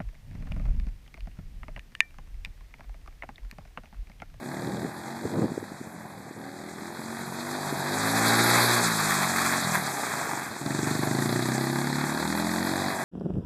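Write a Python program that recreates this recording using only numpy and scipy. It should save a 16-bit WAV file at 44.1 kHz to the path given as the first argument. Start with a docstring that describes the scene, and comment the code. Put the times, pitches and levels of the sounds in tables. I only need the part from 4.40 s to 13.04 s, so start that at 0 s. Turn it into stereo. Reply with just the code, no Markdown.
"""A wet concrete yard: a small single-cylinder quad bike circles, passes close, runs slow and pulls away.
Each firing thumps through the silencer, cracks out of the tailpipe and rattles the engine.
Filtered noise makes the tyres' hiss and tread roar; sines in step with the engine make the gear whine.
Wind, as lumpy low noise and single eddies, buffets a microphone with two closely spaced ports."""
import sys
import numpy as np
from scipy import signal
from scipy.fft import rfft, irfft, next_fast_len
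from scipy.io import wavfile
from scipy.ndimage import uniform_filter1d

SR = 44100
rng = np.random.default_rng(int(sys.argv[2]) if len(sys.argv) > 2 else 0)


def inscribe(sig):
    """Save sig as 16-bit PCM at rate SR to the path in sys.argv[1].

    A 1-D sig is mono; a 2-D sig holds one channel per row.
    Samples are clipped to [-1, 1] before scaling.
    """
    pcm = np.round(np.clip(np.atleast_2d(sig).T, -1, 1) * 32767)
    wavfile.write(sys.argv[1], SR, pcm.astype(np.int16))


N = 381024
TIME = np.arange(N) / SR

# spectrum of the valve rattle and loose parts: frequency_hz, relative_db
RATTLE_SPECTRUM = [(100, -58), (700, -11.5), (1100, 4.5), (1400, 0.5), (1650, 3.5), (1950, 1), (2300, -4),
                   (2800, -4.5), (3600, -12.5), (6000, -15.5)]
# spectrum of the tyre hiss and of the ticks' fine edge: frequency_hz, relative_db
HISS_SPECTRUM = [(1500, 3), (2800, -18.5), (3900, 3), (4600, 2.5), (5500, -3), (7300, -4), (8600, -2.5),
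                 (10500, 1), (14000, 7)]
# the level laws below hold at this distance (m) and speed (firings per s)
REFERENCE_M, REFERENCE_RATE = 5, 40
# boom effort on a shut throttle, and bark effort too (dB)
COAST_EFFORT_DB = -8


def from_db(db):
    """Decibels to gain."""
    return np.exp(np.asarray(db) * (np.log(10) / 20))


def rms_one(x):
    """Scale to an rms of 1."""
    return x / np.sqrt(np.mean(x ** 2) + 1e-20)


def in_time(rows):
    """Each column of a curve, drawn straight between its times, at every sample."""
    s, *columns = np.transpose(rows)
    return [np.interp(TIME, s, c) for c in columns]


def swells(rows):
    """Summed gain of bell-shaped swells: centre_s, half_length_s, peak_db."""
    return sum(from_db(db) * np.exp(-((TIME - s) / length) ** 2) for s, length, db in rows)


def drift(rate):
    """Smooth chance with about `rate` turns a second and a spread of 1."""
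    step = 40   # worked out at every 40th sample
    r = np.exp(-2 * step * np.pi * rate / SR)
    chance = rng.standard_normal(N // step + 2002)
    slow = signal.lfilter([1], [1, -2 * r, r * r], chance)[2000:]
    return np.interp(np.arange(N) / step, np.arange(len(slow)), rms_one(slow))


def coloured(x, spectrum=((1, 0),), dips=()):
    """Filter by a spectrum and by bell-shaped dips."""
    size = next_fast_len(x.shape[-1] + 2048)
    hz = np.maximum(np.fft.rfftfreq(size, 1 / SR), 1)
    points = np.array(spectrum)
    db = np.interp(np.log(hz), np.log(points[:, 0]), points[:, 1])
    for centre, width, depth in dips:
        db = db + depth * np.exp(-((hz - centre) / width) ** 2)
    return irfft(rfft(x, size) * from_db(db), size)[..., :x.shape[-1]]


def resonate(x, modes):
    """Parallel resonances with alternating signs."""
    out = 0
    for k, (hz, width, db) in enumerate(modes):
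        r = np.exp(-np.pi * width / SR)
        poles = [1, -2 * r * np.cos(2 * np.pi * hz / SR), r * r]
        ring = (1 - r * r) / 2 * signal.lfilter([1, 0, -1], poles, x)
        out = out + (-1) ** k * from_db(db) * ring
    return out


def band(x, low_hz, high_hz):
    """Keep one range of frequencies."""
    return signal.sosfilt(signal.butter(2, [low_hz, high_hz], "band", fs=SR, output="sos"), x)


def dense_ring(t60):
    """Middle and side response of countless modes or echoes dying together; mean energy 1."""
    t = TIME[:SR // 4]
    ring = rng.standard_normal((2, len(t))) * from_db(-60 * t / t60)
    ring = ring[:, t < t60 / 2]
    return ring / np.sqrt(np.sum(ring ** 2) / 2)


def convolve(x, response):
    """Play one signal through a middle and a side response."""
    return signal.oaconvolve(np.float32(x)[None], np.float32(response), axes=-1)[:, :N]


def evened(pair):
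    """Hold the middle channel near rms 1 over a few engine cycles; the side follows its gain."""
    size = SR // 10
    power = uniform_filter1d(uniform_filter1d(pair[0] ** 2, size), size)
    return pair / np.sqrt(np.abs(power) + 1e-4 * power.mean())


def strokes(cycle, angle, uneven_db, jitter_s):
    """One click per engine cycle at a given share of it, each a little different."""
    at = np.flatnonzero(np.diff(np.floor(cycle - angle)) > 0)
    chance = rng.standard_normal((len(at), 2))
    late_s = chance[:, 0] * np.broadcast_to(jitter_s, N)[at]
    db = chance[:, 1] * np.broadcast_to(uneven_db, N)[at]
    clicks = np.zeros(N)
    clicks[np.clip(at + (late_s * SR).astype(int), 0, N - 1)] = from_db(db)
    return clicks


def yard(x, echo_db, t60, side_share):
    """Direct sound plus scatter from walls and trees, whose pattern shifts steadily."""
    shift = 2 * np.pi * 0.458 * TIME
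    echoes = sum(np.cos(shift + k * np.pi / 4) * convolve(x, dense_ring(t60)) for k in range(4))
    echoes = from_db(echo_db) * echoes / np.sqrt(2)
    return evened(np.array([x + echoes[0], side_share * x + echoes[1]]))


def level_db(law, rate, distance, heading):
    """A part is louder or softer with distance, engine speed and the end of the quad that faces us."""
    db, distance_db, speed_db, nose_db, tail_db = law
    facing = np.cos(np.radians(heading))
    near_and_fast = -distance_db * np.log2(distance / REFERENCE_M) + speed_db * np.log2(rate / REFERENCE_RATE)
    return db + near_and_fast - nose_db * np.maximum(facing, 0) + tail_db * np.maximum(-facing, 0)


def still_air():
    """The faint bed of the yard: steady noise with a falling treble."""
    # frequency_hz, relative_db
    air_spectrum = [(30, -5), (150, 14.5), (800, 6), (2000, 7), (5000, -29), (14000, -61)]
    return from_db(-51.5) * rms_one(coloured(rng.standard_normal((2, N)), air_spectrum))


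def wind(lumpy_db, buffet_s, top):
    """Lumpy low turbulence, and eddies that each push and pull the ports; the strongest saturate."""
    # spectrum of the turbulence: frequency_hz, relative_db
    wind_spectrum = [(20, -36), (50, -24), (100, 4.5), (190, 0.5), (300, -12), (450, -13), (700, -25),
                     (1200, -37), (4000, -86)]
    # gusts on top of the breeze: centre_s, half_length_s, peak_db
    gust_swells = [(.3, 0.07, -22.5), (.45, 0.029, -19), (.863, 0.016, -18.5), (1.0, 0.074, -14),
                   (1.13, 0.045, -32), (3.35, .09, -36), (5.24, 0.054, -37), (8.5, 0.097, -32)]
    # strong eddies hitting the ports: centre_s, level_db (before saturation)
    buffets = [(.277, -10), (.449, -6.5), (.855, -7.5), (.939, -13), (.995, -4), (1.024, -6), (1.044, -3.5),
               (1.058, -7), (1.12, -9), (1.179, -7.5), (1.229, -15), (1.32, -16.5), (1.414, -13.5),
               (1.703, -37), (2.423, -16.5), (3.327, -7.5), (4.408, -15), (5.91, -22), (6.459, -24),
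               (7.663, -11), (8.221, -12.5)]
    # the ports soften the wind's deepest push slightly: frequency_hz, gain_db
    port_low_cut = [(25, -2), (55, 0), (100, 1.5)]
    breeze_db, breeze_waver_db = -37, 1.5
    strength = from_db(breeze_db + breeze_waver_db * drift(2.5)) + swells(gust_swells)
    lumps = rng.standard_normal((1, N)) * from_db(lumpy_db * drift(15))
    out = strength * evened(coloured(lumps, wind_spectrum))[0]

    # weak eddies come at random, about 1.6 a second in the breeze and more often in a gust
    born = TIME[rng.random(N) < 1.6 * strength / from_db(breeze_db) / SR]
    eddies = buffets + [(s, -23 + 3 * rng.standard_normal()) for s in born]
    for (s, db), (size, turn) in zip(eddies, rng.random((len(eddies), 2))):
        near = slice(max(int((s - .02) * SR), 0), int((s + .02) * SR))
        age = (TIME[near] - s) / (buffet_s * (0.9 + 0.49 * size))
        push = np.cos(4.95 * age + 2 * np.pi * turn) / (1 + 1.8 * age ** 2) ** 2
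        out[near] += from_db(db) * push
    return coloured(top * np.tanh(out / top), port_low_cut)


def tread(cycle, low_hz, high_hz, throb_db):
    """A hollow roar of band-limited noise, throbbing once per firing."""
    roar = band(band(rng.standard_normal((2, N)), low_hz, high_hz), low_hz, high_hz)
    return rms_one(roar * from_db(throb_db * np.cos(2 * np.pi * cycle)))


def tyres(cycle, distance, flutter_db, throb_db):
    """Wet tread sprays fine droplets; each range flutters by itself and distance shifts their balance."""
    # the spray in three ranges: low_hz, high_hz, loss_db_per_m, tight_turn_change_db
    spray_bands = [(1480, 4820, 1, 2), (5720, 8340, 0.6, 9), (10400, 12020, 0.88, 3)]
    # the tyres scrub in the tight turn, centred at 5.75 s with a half length of 1 s
    turn = np.exp(-((TIME - 5.75) / 1) ** 2)
    # a change at each firing that fades with a time constant of 0.3 cycle
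    throb = throb_db * np.exp(-(cycle % 1) / .3)
    out = 0
    for low_hz, high_hz, loss_db, turn_db in spray_bands:
        droplets_db = 2.7 * np.minimum(rng.exponential(1, N), 5)
        spray = rng.standard_normal((2, N)) * from_db(droplets_db)
        swell_db = flutter_db * drift(12.8) + throb - loss_db * distance + turn_db * turn
        out = out + band(spray, low_hz, high_hz) * from_db(swell_db)
    return evened(coloured(out, HISS_SPECTRUM))


def jolts():
    """Loose parts chatter as the quad jolts: short flurries of metallic ticks."""
    # centre_s, half_length_s, peak_db
    jolt_swells = [(4.61, 0.022, -25.5), (4.72, 0.065, -25), (4.832, 0.021, -24.5), (4.99, 0.051, -27.5),
                   (5.06, 0.0098, -27), (5.12, 0.088, -29), (5.352, 0.028, -25), (5.4, 0.013, -40),
                   (5.86, 0.25, -34.5), (7.381, 0.0087, -40)]
    ticks = rng.standard_normal((2, N)) * (rng.random(N) < 2500 / SR)
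    metal = coloured(ticks, RATTLE_SPECTRUM) + 0.051 * coloured(ticks, HISS_SPECTRUM)
    return swells(jolt_swells) * rms_one(metal)


def gears(cycle, distance, waver_db):
    """Meshing teeth whine in step with the engine, at full strength only within 3 m."""
    # multiple_of_firing_rate, level_db (against the valve rattle)
    gear_orders = [(18, -15), (24.5, -15), (26, -15), (27.5, -14)]
    tones = 0
    for order, db in gear_orders:
        phase = 2 * np.pi * order * cycle + 0.37 * drift(36)
        tones = tones + from_db(db + waver_db * drift(21.0)) * np.sin(phase)
    return tones * np.minimum(3 / distance, 1) ** 2 * np.array([[1], [.7]])


def clatter(cycle, spectrum, slop_s, ring_t60, rough, burst_share):
    """Contacts ring the engine on every cycle; a burst of gas noise follows each firing."""
    # metal contacts within one engine cycle: share_of_cycle, level_db
    contacts = [(.01, -8), (.27, -11.5), (.48, -9), (.8, -11.5)]
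    knocks = 0
    for angle, db in contacts:
        hits = strokes(cycle, angle, uneven_db=2.5, jitter_s=slop_s) * from_db(db + 2 * drift(1.2))
        # other faces of the engine turn to the ports, steadily, as the quad circles
        facing = 2 * np.pi * (0.2948 * TIME + rng.random())
        for share in (np.cos(facing), np.sin(facing)):
            knocks = knocks + share * convolve(hits, dense_ring(ring_t60))
    burst = 1 + np.exp(-(cycle % 1) / burst_share)
    gas = burst * rng.standard_normal((2, N))
    sound = evened(coloured(knocks, spectrum)) + rough * evened(coloured(gas, spectrum))
    return evened(sound) * from_db(1.5 * drift(10.2))


def valve_rattle(cycle):
    """The valves keep time and ring the light metal."""
    return clatter(cycle, RATTLE_SPECTRUM, slop_s=.00009, ring_t60=0.12, rough=0.6, burst_share=0.3)


def engine_knock(cycle):
    """Heavy parts knock with looser timing and ring more briefly."""
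    # frequency_hz, relative_db
    knock_spectrum = [(60, -42), (200, -3.5), (400, 1), (500, -12.5), (660, 3), (790, 4.5), (1000, -2),
                      (1250, -18), (1600, -2), (2600, -34)]
    return clatter(cycle, knock_spectrum, slop_s=.00016, ring_t60=0.042, rough=0.65, burst_share=.4)


def intake(cycle):
    """The airbox honks with each gulp of air, half a cycle away from the exhaust pulse."""
    # honk of the airbox: frequency_hz, relative_db
    airbox_spectrum = [(70, -42), (200, 9), (290, 4), (350, -2.5), (420, -17.5), (540, 3.5), (650, -3),
                       (800, 0), (1100, -27)]
    gulps = strokes(cycle, angle=.5, uneven_db=1.2, jitter_s=.00006)
    return yard(coloured(gulps, airbox_spectrum), echo_db=-2, t60=.12, side_share=.35)


def pops(cycle, ring_db):
    """The front of each pulse cracks out of the tailpipe as a puff of gas and sets the pipe ringing."""
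    # crack of escaping gas: frequency_hz, relative_db
    crack_spectrum = [(100, -40), (350, -14), (600, 14), (800, 10), (1300, 6), (1900, 16), (2500, -6),
                      (4200, 7.5), (6000, -5), (9000, -7), (14000, -24)]
    # resonances of the tailpipe: centre_hz, width_hz, level_db
    tailpipe_modes = [(618, 53, 6), (796, 124, -7.5), (2000, 410, -35)]
    lead, decay_s = .05, .0042   # share of a cycle ahead of the pulse; time constant of a puff
    fronts = strokes(cycle, angle=-lead, uneven_db=.5, jitter_s=.00005) + 1e-18
    puffs = signal.lfilter([1], [1, -np.exp(-1 / (decay_s * SR))], fronts)
    crack = evened(coloured(puffs * rng.choice([-1, 1], (2, N)), crack_spectrum))
    pipe = band(resonate(fronts, tailpipe_modes), 500, 2300)
    return crack + from_db(ring_db) * yard(pipe, echo_db=-8, t60=.15, side_share=.35)


def throttle():
    """Firing rate, boom and bark effort (dB), overrun drone (0-1): each squeeze spins up, then coasts."""
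    # squeezes of the thumb throttle: start_s, end_s, aimed_rate (firings per s), spin_up_s, coasting_s
    # (both time constants), boom_effort_db, bark_effort_db
    squeezes = [(0.039, 0.41, 41.943, 0.142, 3.0, 9.0, 1.5), (0.523, 1.23, 50.745, 0.258, 2.146, 1.0, -1.5),
                (1.946, 2.29, 42.445, 0.195, 3.0, -5.0, 0.5), (2.335, 2.796, 63.639, 1.6, 3.0, -4.5, 1.0),
                (2.901, 3.155, 69.999, 1.063, 3.0, -2.0, 0.0),
                (3.407, 4.371, 60.922, 0.351, 1.756, 2.5, 0.5),
                (4.86, 5.19, 45.41, 0.061, 0.995, -2.0, -1.5),
                (6.199, 6.663, 24.949, 0.09, 2.477, 6.0, 4.0), (6.663, 7.639, 39.516, 0.642, 3.0, 8.0, 5.0),
                (7.665, 8.475, 67.496, 1.6, 3.0, 2.0, 4.5)]
    start_rate, coast_rate = 32.7, 4   # firings per s at the outset, and aimed at when shut
    let_go_s, overrun_s, lag_s = .026, .7, .028   # softening, fading of the drone, lag of the exhaust
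    rate = np.full(N, start_rate)
    boom_db, bark_db, overrun = np.zeros((3, N))
    for start, end, aim, spin_up_s, coast_s, boom, bark in squeezes:
        at = int(np.clip(start * SR, 0, N - 1))
        held = np.minimum(TIME[at:], end) - TIME[at]
        shut = np.maximum(TIME[at:] - end, 0)
        driven = aim + (rate[at] - aim) * np.exp(-held / spin_up_s)
        rate[at:] = coast_rate + (driven - coast_rate) * np.exp(-shut / coast_s)
        let_go = 1 - np.exp(-(shut / let_go_s) ** 2)
        boom_db[at:] = boom + (COAST_EFFORT_DB - boom) * let_go
        bark_db[at:] = bark + (COAST_EFFORT_DB - bark) * let_go
        overrun[at:] = let_go * np.exp(-(shut / overrun_s) ** 2)
    lag = np.exp(-1 / (lag_s * SR))
    return rate, *signal.lfilter([1 - lag], [1, -lag], [boom_db, bark_db, overrun])


def exhaust(cycle, heading, stumble, boom_db, bark_db, drone_gain):
    """Each firing pulses the silencer: a short bark, a ringing boom, and a drone on overrun."""
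    # the exhaust valve stays open for about a third of a cycle, which weakens the third multiple of the
    # firing rate and favours its neighbours: multiple_of_firing_rate, change_db
    valve_orders = [(2, 6), (3, -10), (4, 3.5)]
    # seen from the side the intake's gulp falls between the pulses; in opposition it favours the odd
    # multiples, in step the even ones: heading_deg, strength (against the pulse)
    gulp_by_heading = [(58, 0), (72, .6), (87, .6), (94, -.35), (100, -.35), (110, 0)]
    # resonance of the silencer: centre_hz, width_hz, level_db
    boom_modes = [(136, 12.5, -8.5)]
    # the silencer's low ring, its bark and its drone on a shut throttle: frequency_hz, relative_db
    boom_spectrum = [(30, -32), (50, -8), (75, 11), (100, 8), (120, 9.5), (180, 11), (300, -27), (600, -35)]
    bark_spectrum = [(90, -76), (150, -8), (200, 4), (245, 5.5), (285, 3), (360, 4), (420, -10),
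                     (490, -19.5), (650, -34.5), (1100, -33), (2500, -67)]
    drone_spectrum = [(70, -8), (125, 14), (170, 19), (220, 13.5), (300, -31), (600, -63)]
    # stumbling firings vary more in strength and timing
    pulses = -strokes(cycle, angle=0, uneven_db=.7 + 1.6 * stumble, jitter_s=.00005 + .00018 * stumble)
    pulses = pulses + 1e-18
    valve = sum((from_db(db) - 1) * np.cos(2 * np.pi * order * cycle) for order, db in valve_orders)
    gulps = strokes(cycle, angle=.5, uneven_db=1.5, jitter_s=.0001)
    flow = pulses - 2 * np.gradient(cycle) * valve
    flow += np.interp(heading, *np.transpose(gulp_by_heading)) * gulps

    boom = coloured(resonate(flow, boom_modes), boom_spectrum)
    boom = yard(boom, echo_db=-13, t60=.25, side_share=.42)
    bark = yard(coloured(flow, bark_spectrum), echo_db=-4.5, t60=.2, side_share=.35)
    drone = evened(coloured(pulses, drone_spectrum) * np.array([[1], [.4]]))
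    # turbulent flow between the pulses, 13 dB under the bark
    churn = evened(coloured(rng.standard_normal((2, N)), bark_spectrum))
    return (from_db(boom_db) * boom + drone_gain * drone
            + from_db(bark_db) * (bark + from_db(-13) * churn))


def microphone(sound, gusts):
    """Two close ports: sound reaches both, wind pushes them nearly in opposition."""
    # stereo width: frequency_hz, side_against_middle_db
    width = [(100, -78), (300, -11), (700, -10.5), (1100, -13), (1700, -23), (2100, -3), (3300, -1.5),
             (4400, -3.5), (6000, 1.5), (7300, -4), (8800, 4), (11000, -8), (14000, -5)]
    # the spacing of the ports cancels bands in their sum and difference: centre_hz, width_hz, depth_db
    sum_dips = [(2913, 196, -70), (5940, 990, -4.5), (8550, 270, -1), (11640, 1330, -10.5)]
    difference_dips = [(1420, 130, -42), (4380, 340, -20)]
    # the quad swings out to the right and back: time_s, right_over_left_db
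    pan = [(0, .3), (3.3, .6), (4.7, 1.3), (6.2, 1.6), (6.8, 2.5), (7.7, .8), (8.64, .6)]
    port_delay = 15   # travel time between the ports (samples)
    middle, side = sound
    middle = coloured(middle, dips=sum_dips)
    side = coloured(side, width, difference_dips)
    opposed = -np.pad(gusts, (port_delay, 0))[:N]   # the right port's push is inverted and late
    pan_db, = in_time(pan)
    ports = np.array([middle + side + gusts, middle - side + opposed])
    return ports * from_db([-pan_db / 2, pan_db / 2])


def scene():
    """The quad follows its path around the microphone, over still air and wind."""
    # path of the quad: time_s, distance_m, heading_deg (0 nose-on, 180 tail-on)
    path = [(0, 11, 68), (.92, 14, 65), (1.25, 10.6, 13), (1.95, 11, 22), (2.8, 6.9, 53), (3.4, 5.75, 77.6),
            (3.9, 3.1, 92), (4.2, 2.4, 90), (4.55, 4.23, 163), (5.05, 4.22, 125), (5.8, 4.2, 93),
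            (6.15, 5.7, 120), (6.5, 3.6, 105), (6.9, 4.16, 113), (7.45, 6.1, 110), (8.3, 6.6, 129),
            (8.64, 8.7, 86)]
    # level law of each part at the reference distance and speed: side_on_db, loss_db (per doubling of
    # distance), speed_db (per doubling of speed), nose_on_loss_db, tail_on_gain_db
    boom_law = (-40.5, 5.5, 1.5, 8, -0.5)
    bark_law = (-36.5, 2.5, 2, 6.5, 3)
    pop_law = (-44, 1.2, 4, 10, 3.5)
    intake_law = (-41, -1.5, 11.5, 11.5, -15.5)
    knock_law = (-33.5, 3, 5, 14, -4)
    rattle_law = (-34, 6.5, 7.5, 13, -1.5)
    tread_law = (-52, 12, 6.5, 22, 0.5)
    hiss_law = (-35, 7.5, 7, 10, 1.5)
    rate, boom_effort_db, bark_effort_db, overrun = throttle()
    distance, heading = in_time(path)
    laws = (boom_law, bark_law, pop_law, intake_law, knock_law, rattle_law, tread_law, hiss_law)
    boom_db, bark_db, pop_db, intake_db, knock_db, rattle_db, tread_db, hiss_db = (
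        level_db(law, rate, distance, heading) for law in laws)

    # slow running at low effort is unsteady: worst at 34 firings per s and below, smooth from 50
    stumble = np.clip(boom_effort_db / COAST_EFFORT_DB, 0, 1) * np.interp(rate, (34, 50), [1, 0])
    cycle = np.cumsum(rate) / SR + .025 * stumble * drift(3)   # there the speed hunts as well
    # the drone dies as the engine slows: full at 40 firings per s, gone at 33
    drone_gain = from_db(-37) * overrun * np.interp(rate, (33, 40), [0, 1])
    drone_gain = drone_gain * (REFERENCE_M / distance) ** 2

    sound = still_air()
    sound += from_db(tread_db) * tread(cycle, low_hz=306, high_hz=526, throb_db=1.5)
    sound += from_db(hiss_db) * tyres(cycle, distance, flutter_db=2.5, throb_db=-1.0)
    sound += jolts()
    sound += from_db(rattle_db) * gears(cycle, distance, waver_db=3)
    sound += from_db(rattle_db) * valve_rattle(cycle)
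    sound += from_db(knock_db) * engine_knock(cycle)
    sound += from_db(intake_db + bark_effort_db) * intake(cycle)
    sound += from_db(pop_db + bark_effort_db) * pops(cycle, ring_db=-10.0)
    sound += exhaust(cycle, heading, stumble, boom_db + boom_effort_db, bark_db + bark_effort_db, drone_gain)
    return microphone(sound, wind(lumpy_db=4.0, buffet_s=0.0027, top=0.9))


def record(dry):
    """The top is cut steeply above 13950 Hz."""
    return signal.sosfiltfilt(signal.ellip(10, .05, 70, 13950, fs=SR, output="sos"), dry)


dry = scene()
out = record(dry)
inscribe(out)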